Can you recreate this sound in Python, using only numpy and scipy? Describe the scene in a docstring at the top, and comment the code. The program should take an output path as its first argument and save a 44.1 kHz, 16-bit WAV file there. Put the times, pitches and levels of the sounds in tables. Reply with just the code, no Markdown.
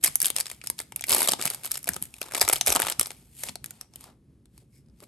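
"""Tearing open a foil card pack

Two hands rip the pack open close to a phone, peel off the wrapper and slide the cards out. Big creases
buckle with sharp snaps; each squeeze flips tiny facets into a crackle and leaves a fading rustle.
Fingers bump the pack, and the cards hiss and scrape as they slide. A small room answers over a low
rumble, and two microphone ports colour the treble differently."""
import sys
import numpy as np
from scipy import signal
from scipy.fft import rfft, irfft, next_fast_len
from scipy.io import wavfile
from scipy.ndimage import uniform_filter1d

SR = 44100
rng = np.random.default_rng(int(sys.argv[2]) if len(sys.argv) > 2 else 0)


def generate_wav(sig):
    """Save sig (samples, or channels by samples) to the path in sys.argv[1] as 16-bit PCM at SR."""
    pcm = np.round(np.clip(np.atleast_2d(sig).T, -1, 1) * 32767).astype(np.int16)
    wavfile.write(sys.argv[1], SR, pcm)


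N = 223852
T = np.arange(N) / SR

# tone of the room's rumble: (frequency [Hz], relative level [dB])
RUMBLE_TONE = [(25, -25.5), (58, 9), (85, 1), (130, 8), (170, 2.5), (250, 0.5), (400, -9.5), (700, -26.5),
               (1500, -32.5), (4000, -37), (7500, -40), (9300, -36.5), (10500, -25.5), (13000, -55.5)]
# tone the foil radiates: (frequency [Hz], relative level [dB])
FOIL_TONE = [(100, -10.5), (270, 0.5), (470, 2.5), (660, 2), (1200, -5.5), (1500, -2.5), (2300, -1),
             (3800, 0), (5000, -0.5), (6800, 3), (7800, 8), (11000, 12.5), (12200, 6.5), (13200, -12),
             (15600, -17)]
# the flexing sheet, ringing creases, and small facets' bright and top bands: (low [Hz], high [Hz])
BANDS = [(130, 1500), (1500, 6500), (6500, 9800), (9800, 17000)]
# how fast a pop dies, per band: (decay time [s])
POP_DECAY_S = [0.0014, 0.00048, 0.0012, 0.00064]
# the sheet's shiver after a pop, per band: (relative level [dB])
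SHIVER_DB = [-22.5, -19, -21.5, -26.5]
# stereo width of a pop, per band: (side over mid [ratio])
POP_WIDTH = [.2, .42, .16, .34]
# big creases buckling, ahead of the trims in snaps():
# (time [s], level [dB], relative sheet band [dB], relative crease band [dB], crease pitch [Hz])
SNAPS = [(0.0365, -15, -34, -13.5, 5460), (0.039, -2, -30.5, -19, 5470), (0.0445, -1, -31.5, -18.5, 2170),
         (0.0472, -8.5, -32.5, -14, 5970), (0.0638, -15, -52.5, -11, 5200), (0.0773, -13, -19, -17, 2260),
         (0.072, -17, -26, -10, 4370), (0.1554, -2.5, -33, -25.5, 6160), (0.2021, -10.5, -37.5, -21, 4870),
         (0.2164, -7, -43, -18, 5850), (0.2184, -15.5, -46.5, -19, 5050), (0.227, -8.5, -36.5, -24.5, 6160),
         (0.231, -27, -41, -13, 5000), (0.245, -14, -26, -8, 3440), (0.2495, -12, -37, -21, 3100),
         (0.2567, -6, -40, -15.5, 3120), (0.266, -8, -29.5, -24.5, 4930), (0.273, -22, -25, -9.5, 4300),
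         (0.2818, -20.5, -57, -14, 3630), (0.3019, -10.5, -20.5, -15.5, 3400),
         (0.3633, -9.5, -35, -14, 5140), (0.3734, -22.5, -26.5, -10.5, 5160), (0.384, -17, -38, -12, 2710),
         (0.3949, -25.5, -27, -19.5, 5500), (0.4014, -10.5, -47, -20, 4900),
         (0.4077, -11, -38, -13.5, 4800), (0.457, -25.5, -18.5, -10, 4140), (0.4663, -22.5, -30, -10, 4950),
         (0.4993, -23.5, -27, -13.5, 3500), (0.514, -23, -17.5, -13, 2020), (0.6145, -40.5, -17.5, 2, 2380),
         (0.639, -29.5, -13.5, -14, 4520), (0.6715, -15, -36, -14.5, 5370), (0.7, -9, -23.5, -21, 5000),
         (0.7896, -19.5, -36.5, -10, 4400), (0.8012, -20, -13, -11, 1840), (0.9216, -29, -9.5, -12.5, 2270),
         (0.9606, -13.5, -37.5, -22.5, 2420), (0.994, -36, -22, -5, 2000), (1.0091, -20, -22, -18.5, 5900),
         (1.0215, -32.5, -23.5, -3.5, 3380), (1.0395, -16.5, -29.5, -9, 2260),
         (1.0682, -25.5, -30.5, -22, 5600), (1.094, -7.5, -42, -21, 5700),
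         (1.1061, -10, -23.5, -11.5, 4250), (1.1185, -5.5, -23.5, -21.5, 5370),
         (1.1266, -10, -14.5, -8, 3100), (1.1337, -9.5, -19, -14.5, 4940), (1.147, -3.5, -18, -18.5, 4200),
         (1.163, -13.5, -13.5, -17.5, 5400), (1.1819, -13, -20.5, -22.5, 4660),
         (1.2053, -10.5, -16.5, -12.5, 4470), (1.2182, -8, -15.5, -19.5, 1830),
         (1.2291, -9, -20.5, -20.5, 4810), (1.2741, -9.5, -18.5, -14.5, 3800),
         (1.286, -4, -14.5, -13, 3260), (1.2904, -11.5, -16, -8, 4850), (1.3188, -6.5, -28, -16.5, 4300),
         (1.3341, -13, -8.5, -8, 3680), (1.3943, -30.5, -0.5, -4.5, 2460), (1.413, -15.5, -42, -11.5, 2910),
         (1.4239, -14.5, -49, -13.5, 4950), (1.431, -23.5, -23.5, -10, 4430),
         (1.4539, -7.5, -26, -18, 2960), (1.4721, -19, -19.5, -15.5, 5260), (1.4762, -16, -45, -10, 2440),
         (1.501, -12.5, -50, -18, 4600), (1.5082, -25.5, -10.5, -9.5, 3660),
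         (1.5463, -17.5, -25, -18, 4640), (1.6463, -21, -16, -12, 4970), (1.655, -17.5, -40, -22, 5130),
         (1.7107, -21.5, -20, -13, 4100), (1.7157, -9.5, -50.5, -19.5, 5240),
         (1.743, -24.5, -38, -10.5, 4470), (1.755, -20, -18, -10, 5330), (1.7744, -20.5, -33, -21, 5270),
         (1.829, -30, -27, -20, 5700), (1.842, -22.5, -43, -18.5, 5450), (1.8893, -6, -22.5, -18.5, 1700),
         (1.934, -22.5, -33, -9, 5830), (1.9637, -19, -13, -16, 3350), (2.0243, -14, -31, -24, 2920),
         (2.1399, -30, -28.5, -10.5, 2480), (2.214, -19, -12.5, -19.5, 4500), (2.216, -21, -13, -6, 2700),
         (2.228, -24.5, -28.5, -10, 4050), (2.3476, -14.5, -13.5, -9, 1720),
         (2.3686, -24, -16.5, -13, 4330), (2.3964, -21, -16.5, -10.5, 5430),
         (2.4074, -18.5, -21, -10, 4600), (2.4123, -1, -28, -12, 4970), (2.4159, -10, -10.5, -14, 2230),
         (2.4167, -6.5, -22, -11.5, 5100), (2.4168, -16, -14, -19, 5730), (2.426, -10.5, -23, -14.5, 1660),
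         (2.4782, -12.5, -6, -10, 2080), (2.4875, -4.5, -26, -17, 5800), (2.4972, -7.5, -9.5, -14, 2250),
         (2.5265, -9.5, -18, -21.5, 5130), (2.5287, -8, -24.5, -17, 2190), (2.5315, -6, -23, -15.5, 2170),
         (2.5332, -6.5, -17.5, -19.5, 4800), (2.558, -14, -30.5, -13, 3060),
         (2.5625, -19.5, -15.5, -8.5, 4350), (2.6107, -7, -22.5, -8.5, 6060),
         (2.6626, -9.5, -41, -15.5, 6100), (2.6709, -8, -21, -12.5, 2300), (2.6745, -7.5, -16, -20, 5370),
         (2.678, -11.5, -17.5, -21, 3800), (2.68, -9, -18, -11, 2200), (2.6956, -12, -29, -18, 5550),
         (2.7025, -9.5, -13.5, -11, 6200), (2.7235, -7.5, -18.5, -11.5, 6100), (2.727, -10, -19, -16, 5400),
         (2.75, -10, -16.5, -14, 5960), (2.7549, -13, -5.5, -16, 4350), (2.7606, -5, -15.5, -14, 3020),
         (2.7675, -16.5, 0, -9, 3350), (2.7939, -21.5, -3.5, -9, 2500), (2.7998, -8, -12.5, -19, 1720),
         (2.811, -22, -17.5, -14.5, 6190), (2.8189, -7.5, -24, -13, 1650), (2.8279, -21.5, -5, -4.5, 3010),
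         (2.8488, -23, -6.5, -10, 2390), (2.8679, -15.5, -8, -11.5, 2850), (2.8735, -25.5, -11, -6, 3600),
         (2.8841, -23, -5.5, -1, 1970), (2.8988, -12, -32, -15.5, 3140), (2.9142, -30.5, -11, -7.5, 3400),
         (2.9174, -21.5, -13, -26, 5800), (2.9221, -18, -38, -8.5, 5400), (2.9952, -3, -27.5, -16, 5600),
         (3.0112, -7, -20, -15.5, 3060), (3.0583, -22.5, -22, -8.5, 5300), (3.069, -23.5, -18, -22, 5000),
         (3.105, -24.5, -13, -10, 2270), (3.1154, -30.5, -13, -14, 4360), (3.4348, -18, -17, -10, 6100),
         (3.4371, -20, -16, -15.5, 1910), (3.4866, -24.5, -16, -6.5, 3170), (3.4924, -25.5, -12, -7, 4370),
         (3.5553, -23.5, -12.5, -11, 4330), (3.642, -21.5, -27, -14.5, 1850),
         (3.6595, -23.5, -35, -16.5, 6400), (3.707, -24, -25, -16, 6940), (3.811, -23.5, -30, -13.5, 5440),
         (3.9366, -43, -14, -8, 5500), (3.9578, -26, -27, -18.5, 3230), (4.0085, -34.5, -23, -18, 5500),
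         (4.0405, -33.5, -13, -13.5, 5220), (4.456, -47, -21, -13, 3480), (4.578, -39, -20.5, -15.5, 4590),
         (4.861, -64, -14, -9, 5190), (4.885, -65, -6, -6, 4900), (4.898, -65.5, -9, -4, 5160),
         (5.003, -39, -15, -14, 4710), (5.0255, -48, -7, -17, 5300), (5.0286, -44, -6, -27, 2300),
         (5.0355, -43, -12, -8, 2290), (5.039, -40, -17, -16, 4600)]
# fingers bending the wrapper: (start [s], length [s], treble drive [dB], sheet over treble [dB])
SQUEEZES = [(.04, 0.033, -26, -18), (.215, 0.079, -36, -17.5), (.36, 0.045, -35.5, -9.5),
            (.465, 0.076, -48, -15.5), (.645, 0.03, -45, -17.5), (.785, 0.03, -42.5, -16),
            (.97, 0.013, -54.5, -5), (1.275, 0.057, -30.5, -17), (1.395, 0.02, -41.5, 0.5),
            (1.447, 0.011, -26.5, -9), (1.5, 0.045, -41, -10.5), (1.64, 0.032, -36.5, -15.5),
            (1.715, 0.061, -37.5, -20.5), (1.875, 0.009, -33, -6.5), (1.92, 0.034, -41.5, -14.5),
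            (2.02, 0.032, -40.5, -35), (2.15, 0.13, -53, -15), (2.22, 0.067, -51, -0.5),
            (2.315, .025, -40.5, -3.5), (2.35, 0.036, -31.5, -7.5), (2.41, 0.043, -34.5, -5),
            (2.48, 0.095, -36, -14.5), (2.615, 0.015, -53, -8.5), (2.67, 0.06, -28.5, -7.5),
            (2.765, 0.053, -44, 4), (2.83, 0.084, -37, -6), (3.005, 0.021, -31.5, -18.5),
            (3.058, 0.011, -45, -10)]
# resonances of the half-open pouch: (pitch [Hz], width [Hz], level [dB])
POUCH_MODES = [(585, 70, -16), (710, 60, -12), (900, 70, -11), (1230, 130, -4), (2300, 100, -6),
               (4970, 180, -8)]
# fingers bumping the pack: (time [s], level [dB], pitch [Hz])
BUMPS = [(0.041, -50.5, 169.4), (.085, -48.5, 70), (0.231, -49.5, 156), (1.105, -47, 220),
         (1.123, -43, 112), (1.325, -43.5, 186), (1.397, -44, 201), (1.458, -40, 192), (1.896, -40.5, 134),
         (1.96, -47.5, 154), (2.021, -45.5, 139), (2.44, -44, 61.8), (2.539, -49, 57), (2.691, -39.5, 55.5),
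         (2.764, -46.5, 108.6), (2.84, -46, 73), (2.993, -43, 130), (3.496, -48, 139), (3.901, -60.5, 139),
         (4.623, -64, 225), (4.793, -58.5, 130.5), (4.89, -62, 134), (5.025, -54, 320)]
# the pull on the ripping seam: (time [s], treble drive [dB])
SEAM_PULL = [(1.07, -48.5), (1.08, -36), (1.092, -26.5), (1.202, -26), (1.218, -29), (1.249, -26.5)]
# wrapper and cards sliding: (start [s], length [s], treble drive [dB], sheet over treble [dB])
SLIDES = [(3.395, 0.076, -39, -29), (3.47, 0.0046, -37, -9), (3.66, 0.11, -58, -5.5),
          (3.815, 0.0095, -57, 0.5), (3.945, 0.013, -64.5, 0), (4.01, 0.044, -52, -9),
          (4.065, 0.033, -63, 11), (4.565, 0.047, -63, -9.5), (4.75, 0.029, -61.5, -23),
          (5.025, 0.0087, -56.5, -7)]
# one stroke of a card's edge along the stack: (centre time [s], half-length [s], level [dB])
SCRAPE = (4.77, .042, -71)
# resonances of a card: (pitch [Hz], width [Hz], relative level [dB])
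CARD_MODES = [(2206, 160, 1), (5140, 370, 2)]
# phase of the left port against the right: (frequency [Hz], lead [rad])
PORT_PHASE = [(0, 0), (1700, .1), (2900, .8), (4300, .3), (5500, .8), (6700, .1), (7600, .9), (8700, -.3),
              (10200, -3.1), (11900, -6.1), (12600, -6.7), (14800, -12.3)]
# balance of the left port against the right: (frequency [Hz], level [dB])
PORT_BALANCE = [(200, 0), (700, 1), (2400, 2.5), (4400, 3.5), (8100, .5), (15000, 0)]


def undb(db):
    """Decibels to gain."""
    return 10 ** (np.asarray(db) / 20)


def unit(x):
    """Scale to rms 1."""
    return x / np.sqrt(np.mean(x ** 2))


def eq_curve(points, size):
    """Gains of a (frequency [Hz], level [dB]) curve at the bins of a transform."""
    hz, db = np.transpose(points)
    return undb(np.interp(np.log(np.fft.rfftfreq(size, 1 / SR) + 1), np.log(hz), db))


def colour(x, points):
    """Minimum-phase EQ along a (frequency [Hz], level [dB]) curve."""
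    size = 2 * x.shape[-1]
    cepstrum = irfft(np.log(eq_curve(points, size)))
    cepstrum[1:size // 2] *= 2
    cepstrum[size // 2 + 1:] = 0
    return irfft(rfft(x, size) * np.exp(rfft(cepstrum)))[..., :size // 2]


def bandpass(x, edges_hz):
    """Keep what lies between two frequencies."""
    return signal.sosfilt(signal.butter(3, edges_hz, "band", fs=SR, output="sos"), x)


def resonate(x, hz, width_hz):
    """Pass each pop through its own resonance, gain 1 at the centre."""
    f = np.fft.rfftfreq(x.shape[-1], 1 / SR)
    loss = 1j * f * width_hz
    return irfft(rfft(x) * loss / (hz[:, None] ** 2 - f ** 2 + loss))


def body_ring(x, modes):
    """The ring a body gives back from its resonances when x shakes it."""
    return sum(undb(db) * signal.lfilter(*signal.iirpeak(hz, hz / width, fs=SR), x)
               for hz, width, db in modes)


def stereo_noise(shape, width):
    """White noise at the two ports: a shared mid plus a side scaled by width."""
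    mid, side = np.moveaxis(rng.standard_normal((*shape, 2)), -1, 0)
    return np.stack([mid + width * side, mid - width * side])


def pitches(range_hz, count):
    """Random pitches, spread evenly over the octaves of a range."""
    low, high = np.log(range_hz)
    return np.exp(low + (high - low) * rng.random(count))


def add(out, sound, start_s):
    """Drop a short stereo sound into the mix."""
    i = int(np.clip(start_s * SR, 0, N - 1))
    out[:, i:i + sound.shape[1]] += sound[:, :N - i]


def band_gains(treble_db, sheet_db, crease_db, bright_db):
    """Gains of the four bands; brightness shares the treble between the upper two."""
    upper = 1 / np.sqrt(1 + undb(2 * bright_db))
    balance = np.broadcast_arrays(undb(sheet_db), undb(crease_db), upper, upper * undb(bright_db))
    return undb(treble_db) * np.array(balance)


def rumble(level_db=-57.5, waver_db=2, wavers_per_s=9):
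    """Room tone: low air noise that swells and sinks, with a faint hiss."""
    knots = np.arange(0, T[-1] + 1, 1 / wavers_per_s)
    waver = undb(waver_db * np.interp(T, knots, rng.standard_normal(len(knots))))
    air = colour(stereo_noise((N,), width=0.1), RUMBLE_TONE)
    return unit(air * waver) * undb(level_db)


def facet_pops(sheet_hz, crease_hz, flip_s=0.00032, shiver_s=0.0045, ring_db=8, size=1024):
    """Pops of buckling facets, at unit energy in each band: axes are (band, channel, pop, sample)."""
    t = np.arange(size) / SR
    pops = []
    for edges, decay_s, shiver_db, width in zip(BANDS, POP_DECAY_S, SHIVER_DB, POP_WIDTH):
        # the facet flips at once, then the sheet around it shivers on
        attack = (1 - np.exp(-t / flip_s)) ** 2
        decay = np.exp(-t / decay_s) + undb(shiver_db) * np.exp(-t / shiver_s)
        burst = stereo_noise((len(crease_hz), size), width) * attack * decay
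        # the sizes of the facet and of the sheet around it give every pop two pitches
        ring = resonate(burst, sheet_hz, width_hz=220) + resonate(burst, crease_hz, width_hz=520)
        pop = bandpass(colour(burst + undb(ring_db) * ring, FOIL_TONE), edges)
        pops.append(pop / np.sqrt((pop ** 2).sum(-1, keepdims=True).mean(0)))
    return np.array(pops)


def snaps(sheet_trim_db=-4, crease_trim_db=-1, usual_crease_db=-15, sheet_hz=(720, 1500), span_s=0.003):
    """Big creases give way with sharp snaps, some in quick runs."""
    times, level_db, sheet_db, crease_db, crease_hz = np.transpose(SNAPS)
    # the longer the crease, the more it rings in the mids and the weaker and duller its treble
    length_db = crease_db - usual_crease_db
    treble_db = -9.5 - 0.17 * length_db
    bright_db = 3 - 0.79 * length_db
    gains = band_gains(level_db + treble_db, sheet_db + sheet_trim_db - treble_db,
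                       crease_db + crease_trim_db - treble_db, bright_db)
    gains *= np.sqrt(span_s * SR)  # each snap carries the energy of its level held for span_s
    pops = facet_pops(pitches(sheet_hz, len(times)), crease_hz)
    out = np.zeros((2, N))
    for start, snap in zip(times, np.einsum("bp,bcps->pcs", gains, pops)):
        add(out, snap, start)
    return out


def hand_drive(moves, attack_s, release_s, crease_db, bright_db, usual_move_db=-40):
    """Band gains over time for moves of the hands: each swells, holds and lets go."""
    power = np.zeros((len(BANDS), N))
    for start, length, db, sheet_db in moves:
        before, after = np.maximum(start - T, 0), np.maximum(T - start - length, 0)
        envelope = np.exp(-before / attack_s - after / release_s)
        ring_db = crease_db + 0.29 * sheet_db  # broad facets move more sheet and ring more in the mids
        tilt_db = bright_db + 0.07 * (db - usual_move_db)  # a harder move is brighter
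        gains = band_gains(db, sheet_db, ring_db, tilt_db)
        power += np.outer(gains ** 2, np.where(envelope > 1e-3, envelope, 0) ** 2)
    return np.sqrt(power)


def crackle(drive, per_s, spread_db, sheet_hz, crease_hz, level_db, facets=48):
    """Tiny facets flip at random, a few much harder than the rest, as strongly as the hands drive them."""
    flipping = rng.random(N) < per_s / SR
    flips = flipping * undb(spread_db * np.minimum(rng.exponential(size=N), 3.5))
    facet = rng.integers(facets, size=N)
    # the hands feed in energy steadily, so a hard flip leaves less for its neighbours
    nearby_power = np.maximum(uniform_filter1d(flips ** 2, size=1100), 0)
    flips /= np.sqrt(nearby_power + 0.0016)
    pops = facet_pops(pitches(sheet_hz, facets), pitches(crease_hz, facets))
    out = np.zeros((2, N))
    for i in np.flatnonzero(flips * drive[0]):
        pop = np.tensordot(drive[:, i], pops[:, :, facet[i]], axes=1)
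        add(out, flips[i] * pop, i / SR)
    return out * undb(level_db)


def crumple():
    """Each squeeze builds and lets go quickly, bending the wrapper into a coarse crackle."""
    drive = hand_drive(SQUEEZES, attack_s=0.0074, release_s=0.011, crease_db=-2, bright_db=1.5)
    return crackle(drive, per_s=550, spread_db=7, sheet_hz=(680, 1400), crease_hz=(1600, 6200),
                   level_db=-1.26)


def rustle():
    """Foil rubs on the fingers: a fine rustle that outlasts each squeeze."""
    drive = hand_drive(SQUEEZES, attack_s=0.009, release_s=0.15, crease_db=-1.5, bright_db=3.5)
    return crackle(drive, per_s=1800, spread_db=-0.5, sheet_hz=(650, 1450), crease_hz=(1600, 6200),
                   level_db=-20)


def bumps(decay_s=0.013, band_ratio=1.96, lead_s=0.005, size=4096):
    """Soft fingertips knock the stack of cards: dull, damped thuds, deeper for a broader touch."""
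    t = np.arange(size) / SR
    out = np.zeros((2, N))
    for time, db, hz in BUMPS:
        knock = stereo_noise((size,), width=0.14) * np.exp(-t / decay_s)
        thud = bandpass(knock, (hz / band_ratio, hz * band_ratio))
        body_rms = np.sqrt(np.mean(thud ** 2) * t[-1] / (2 * decay_s))
        add(out, thud * undb(db) / body_rms, time - lead_s)
    return out


def seam_rip(fade_s=0.024):
    """The seam rips in a dense, bright crackle: one colour, as strong as the pull."""
    times, db = np.transpose(SEAM_PULL)
    gate = np.clip(np.minimum(T - times[0], times[-1] - T) / fade_s + 1, 0, 1)
    pull = gate * undb(np.interp(T, times, db))
    drive = np.outer(band_gains(0, sheet_db=-11, crease_db=-6, bright_db=6), pull)
    return crackle(drive, per_s=2100, spread_db=3.5, sheet_hz=(300, 1400), crease_hz=(1600, 6000),
                   level_db=-1)


def card_slide():
    """Cards and wrapper slide over each other: a grainy hiss that swells gently and drags to a stop."""
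    drive = hand_drive(SLIDES, attack_s=0.034, release_s=0.024, crease_db=-1, bright_db=2.5)
    return crackle(drive, per_s=3000, spread_db=4, sheet_hz=(600, 1300), crease_hz=(1700, 5600),
                   level_db=-5)


def card_scrape(catches_per_s=900):
    """A lifted card's edge catches and slips along the stack, ringing the card."""
    centre_s, half_length_s, db = SCRAPE
    catches = stereo_noise((N,), width=0.38) * (rng.random(N) < catches_per_s / SR)
    stroke = np.exp(-((T - centre_s) / half_length_s) ** 2)
    return unit(body_ring(catches, CARD_MODES)) * undb(db) * stroke


def room(x, tail_db=-15, t60_s=0.31, bounce_db=-23, bounce_s=0.0085, scatter_s=0.0086, size=16384):
    """An early bounce off the table and boxes, then the short, dark tail of a furnished room."""
    t = np.arange(size) / SR
    onset = 1 - np.exp(-t / 0.00042)
    tail = stereo_noise((size,), width=0.85) * undb(-60 * t / t60_s) * onset
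    tail /= np.sqrt(np.sum(tail ** 2) / 2)
    tail = colour(tail, [(200, 7), (1000, 1), (4000, -1), (8000, -2.5), (12000, -15.5)])
    scatter = (t > bounce_s) * np.exp(-np.abs(t - bounce_s) / scatter_s)
    bounce = stereo_noise((size,), width=0.93) * scatter
    bounce /= np.sqrt(np.sum(bounce ** 2) / 2)
    response = undb(tail_db) * tail + undb(bounce_db) * bounce
    return signal.fftconvolve(x, response, axes=1)[:, :N]


def scene():
    """Foil, the ringing pouch, cards and fingers, close up over the room tone."""
    wrapper = crumple() + rustle() + seam_rip()
    cards = card_slide()
    foil = snaps() + wrapper
    pack = foil + body_ring(foil, POUCH_MODES) + cards + card_scrape() + bumps()
    return pack + room(pack) + rumble()


def record(dry, ceiling=0.85, top_hz=15900):
    """Two ports resonate differently, skewing the treble; peaks are rounded and the top is cut."""
    size = next_fast_len(N + 2048, real=True) * 2
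    lead = np.interp(np.fft.rfftfreq(size, 1 / SR), *np.transpose(PORT_PHASE))
    tilt = np.sqrt(eq_curve(PORT_BALANCE, size))
    response = np.array([tilt * np.exp(1j * lead), 1 / tilt])
    ports = irfft(rfft(dry, size) * response)[:, :N]
    rounded = ceiling * np.tanh(ports / ceiling)
    return signal.sosfilt(signal.ellip(12, .2, 110, top_hz, fs=SR, output="sos"), rounded)


dry = scene()
out = record(dry)
generate_wav(out)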